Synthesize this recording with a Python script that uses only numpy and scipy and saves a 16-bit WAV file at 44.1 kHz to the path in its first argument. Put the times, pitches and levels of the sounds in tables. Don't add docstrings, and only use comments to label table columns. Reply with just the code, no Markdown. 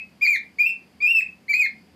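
import sys
import numpy as np
from scipy import signal
from scipy.fft import rfft, irfft
from scipy.io import wavfile
from scipy.ndimage import uniform_filter1d

SR = 44100
rng = np.random.default_rng(int(sys.argv[2]) if len(sys.argv) > 2 else 0)


def nominal_scale(level):
    x = np.asarray(level, float) / 20
    return 10 ** x


def unload_audio(sound):
    columns = np.transpose(np.atleast_2d(sound))
    steps = np.round(np.clip(columns, -1, 1) * 32767)
    wavfile.write(sys.argv[1], SR, steps.astype(np.int16))


N = 85995
LEAD = 8000

# time_s, pitch_hz, level_db
EARLY_NOTES = [
    [(-.15, 2450, -27.5), (-.11, 2585, -16.5), (-.06, 2566, -21.5), (-.05, 1986, -31.5)],
    [(.211, 2200, -41), (.22, 2420, -25.5), (.229, 2440, -19), (.245, 2400, -17.5), (.251, 2380, -18.5),
     (.256, 2200, -21.5), (.262, 2370, -24.5), (.268, 2048, -16.5)],
    [(.269, 2072, -22.5), (.277, 2440, -18), (.295, 2440, -17), (.301, 2350, -15), (.322, 2380, -18),
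     (.336, 2210, -21), (.354, 2090, -24.5), (.361, 1850, -28), (.369, 1560, -45.5)],
    [(.586, 2200, -32.5), (.597, 2400, -21.5), (.61, 2440, -15), (.63, 2390, -18), (.645, 2410, -19.5),
     (.653, 2567, -26.5), (.67, 2717, -16.5), (.684, 2710, -21), (.705, 2430, -30)],
]
# time_s, pitch_hz, level_db
LATE_NOTES = [
    [(1.004, 2264, -38), (1.027, 2469, -25), (1.054, 2405, -22), (1.072, 2570, -22), (1.11, 2762, -17.5),
     (1.15, 2677, -18), (1.198, 2599, -16.5), (1.206, 2440, -24), (1.212, 1750, -35)],
    [(1.482, 2040, -40.5), (1.49, 2265, -34.5), (1.5, 2356, -22.5), (1.516, 2319, -22.5), (1.53, 2248, -33),
     (1.535, 2077, -23)],
    [(1.536, 2037, -25.5), (1.543, 2390, -16.5), (1.562, 2512, -28.5), (1.59, 2533, -20.5),
     (1.612, 2463, -20), (1.632, 2157, -22), (1.655, 2109, -25), (1.662, 1764, -36), (1.669, 1631, -47)],
]
NOTES = EARLY_NOTES + LATE_NOTES
PARTIAL_DB = [-29.5, -29.5, -37.5, -33.5, -33.5]
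# frequency_hz, gain_db
BEAK_RESONANCE = [(3300, 6), (4300, 11), (4900, -1), (5500, -6.5), (7300, -5), (10000, -12.5),
                  (12500, -2.5), (15500, -7)]
SLACK_SLOPES = [0.035, 0.0013, -0.027, -0.018, -.04]
# time_s, gain_db
BEAK_OPENING = [
    (-.1, -11),
    (.22, -3.5),
    (.35, 4),
    (.6, -3),
    (0.699, -3.5),
    (1.021, -5.5),
    (1.201, -1),
    (1.5, 1.5),
    (1.65, 0),
]
# time_s, gain_db
THROAT = [
    (.23, 1.5),
    (0.299, -7),
    (.345, -0.5),
    (0.609, 0.5),
    (0.701, 1.5),
    (1.101, 1.5),
    (1.211, 0.5),
    (1.52, 2.5),
    (1.57, -4),
    (1.66, -0.5),
]
# time_s, level_db
VOICE_CATCHES = [
    (0.217, -61.5),
    (.61, -69),
    (1.018, -61),
]
# frequency_hz, t60_s
DECAY_TIMES = [(1500, .25), (2500, 0.24), (4500, .18), (8000, .15), (13000, 0.058)]
# frequency_hz, gain_db
ECHO_COLOUR = [(1500, -4), (2500, -2), (3500, 2), (5000, -0.5), (8000, 3.5), (14000, 6.5)]
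# frequency_hz, density_db_per_hz
HISS_SPECTRUM = [(24, -56), (40, -15), (247, -4), (1450, -20), (1730, -18), (2330, -16.5), (4350, -27.5),
                 (14000, -34.5), (15500, -48)]
# centre_hz, width_hz, level_db
HUM_BANDS = [(79, 8.9, -74), (196, 45, -61), (260, 30, -68.5), (747, 27, -76), (4710, 500, -71.5)]
# time_s, gain_db
APPLIANCE_LOAD = [
    (0.021, 1),
    (0.301, -0.5),
    (0.551, 0.5),
    (0.871, 1),
    (1.3, -2),
    (1.62, -1),
    (1.72, 5.5),
    (1.93, 0.5),
]

EDGE_S = 0.0025
WOBBLE_HZ, WOBBLE_RATE_HZ = 10.7, 66
FLUTTER_DB, ROUGHNESS, ROUGH_RATE_HZ = 4, 0.19, 150
EFFORT_SHARE = 0.1
SLACK_BELOW_HZ = 2077
CATCH_S = 0.0081
BREATH_DB = -54
BIRD_DB, PAN_DB = 3.8, 0.36
ROOM_DB, ROOM_SIDE_DB, ROOM_GAP_S = -2.5, -16.5, 0.0033
FLOOR_DB, FLOOR_SIDE_DB = -58.5, -19.5
MOTOR_HZ, MOTOR_DB = 81.5, -72
LIMIT_DB, GRIP_S, RECOVER_DB_PER_S = -11.3, 0.0008, 86


def rms_one(x):
    return x / np.sqrt(np.mean(x ** 2) + 1e-20)


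def at_hz(points, hz):
    p = np.array(points)
    return np.interp(np.log(np.maximum(hz, 1)), np.log(p[:, 0]), p[:, 1])


def at_time(points, t, column=1):
    p = np.array(points)
    return np.interp(t, p[:, 0], p[:, column])


def drift(rate_hz):
    r = np.exp(-2 * np.pi * rate_hz / SR)
    white = rng.standard_normal(N + 2 * LEAD)
    return rms_one(signal.lfilter([1], [1, -2 * r, r * r], white)[LEAD:])


def stereo(mid, side):
    return mid + side * np.array([[1], [-1]])


def overtones(t, hz, db, phase):
    bright_db = at_time(BEAK_OPENING, t)
    octave_db = at_time(THROAT, t)
    slack_hz = np.maximum(SLACK_BELOW_HZ - hz, 0)
    total = 0
    for k, level_db, slope in zip(range(2, 7), PARTIAL_DB, SLACK_SLOPES):
        gain_db = level_db + at_hz(BEAK_RESONANCE, k * hz)
        gain_db = gain_db + EFFORT_SHARE * (db + 26) + FLUTTER_DB * drift(40)
        gain_db = gain_db + slope * slack_hz + (octave_db if k == 2 else bright_db)
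        rough = 1 + ROUGHNESS * drift(ROUGH_RATE_HZ * k / 2)
        total = total + nominal_scale(gain_db) * rough * np.sin(k * phase)
    return total


def voice_catches(t, phase):
    catch = sum(nominal_scale(level_db) * np.exp(-.5 * ((t - s) / CATCH_S) ** 2) for s, level_db in VOICE_CATCHES)
    return catch * (np.sin(0.5 * phase) + np.sin(1.5 * phase))


def whistle():
    t = (np.arange(N + LEAD) - LEAD) / SR
    rows = np.concatenate(NOTES)
    rows = rows[np.argsort(rows[:, 0])]
    hz = uniform_filter1d(at_time(rows, t), size=91) + WOBBLE_HZ * drift(WOBBLE_RATE_HZ)
    db = uniform_filter1d(at_time(rows, t, 2), size=91)
    on = 0
    for note in NOTES:
        fade_in = np.clip((t - note[0][0]) / EDGE_S + .5, 0, 1)
        fade_out = np.clip((note[-1][0] - t) / EDGE_S + .5, 0, 1)
        on = on + fade_in * fade_out
    phase = 2 * np.pi * np.cumsum(hz) / SR
    tone = np.sin(phase) * (1 + nominal_scale(BREATH_DB) * 10 * drift(620))
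    tone = tone + overtones(t, hz, db, phase)
    return np.sqrt(2) * np.minimum(on, 1) * (nominal_scale(db) * tone + voice_catches(t, phase))


def room(x):
    t = np.arange(SR // 2) / SR
    edges_hz = 700 * 2 ** np.arange(0, 5, .5)
    white = rng.standard_normal((2, 2, len(t)))
    echo = 0
    for k, (low, high) in enumerate(zip(edges_hz, edges_hz[1:])):
        bandpass = signal.butter(2, [low, high], "band", fs=SR, output="sos")
        band = signal.sosfilt(bandpass, white[k % 2])
        centre_hz = np.sqrt(low * high)
        t60 = at_hz(DECAY_TIMES, centre_hz)
        decay = nominal_scale(at_hz(ECHO_COLOUR, centre_hz) - 60 * t / t60)
        echo = echo + band * decay / np.sqrt(t60 * SR / (2 * np.log(1000)))
    echo = echo * np.clip(t / ROOM_GAP_S - 1, 0, 1)
    mid, side = signal.fftconvolve(x[None], echo, axes=1)[:, :len(x)]
    return nominal_scale(ROOM_DB) * stereo(mid, nominal_scale(ROOM_SIDE_DB) * side)


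def shaped_noise(power):
    white = rfft(rng.standard_normal((2, N)))
    return irfft(white * np.sqrt(power * N / 2), N)


def hiss(hz):
    power = nominal_scale(2 * at_hz(HISS_SPECTRUM, hz))
    power = power / (1 + nominal_scale(1.5 * (54 - hz))) / (1 + nominal_scale(.03 * (hz - 14603.5)))
    return shaped_noise(power / power.sum() * nominal_scale(2 * FLOOR_DB))


def appliance_hum(hz, t):
    power = 0
    for centre_hz, width_hz, level_db in HUM_BANDS:
        hump = np.exp(-2 * ((hz - centre_hz) / width_hz) ** 2)
        power = power + hump / hump.sum() * nominal_scale(2 * level_db)
    return shaped_noise(power) * nominal_scale(at_time(APPLIANCE_LOAD, t))


def background():
    hz = np.arange(N // 2 + 1) * SR / N
    t = np.arange(N) / SR
    mid, side = hiss(hz) + appliance_hum(hz, t)
    motor = np.sqrt(2) * nominal_scale(MOTOR_DB) * np.sin(2 * np.pi * MOTOR_HZ * t)
    return stereo(mid + motor, nominal_scale(FLOOR_SIDE_DB) * side)


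def scene():
    bird = nominal_scale(BIRD_DB) * whistle()
    pan = nominal_scale(np.array([[PAN_DB], [-PAN_DB]]))
    return ((bird + room(bird)) * pan)[:, LEAD:] + background()


def low_pass(x):
    return signal.sosfilt(signal.butter(12, 15750, fs=SR, output="sos"), x)


def record(dry):
    ramp = RECOVER_DB_PER_S * np.arange(N) / SR
    level = 20 * np.log10(np.abs(dry).max(axis=0) + 1e-6)
    held = np.maximum.accumulate(level + ramp) - ramp
    r = np.exp(-1 / (GRIP_S * SR))
    cut_db = signal.lfilter([1 - r], [1, -r], np.maximum(held - LIMIT_DB, 0))
    mix = dry * nominal_scale(-cut_db)
    return low_pass(mix)


dry = scene()
out = record(dry)
unload_audio(out)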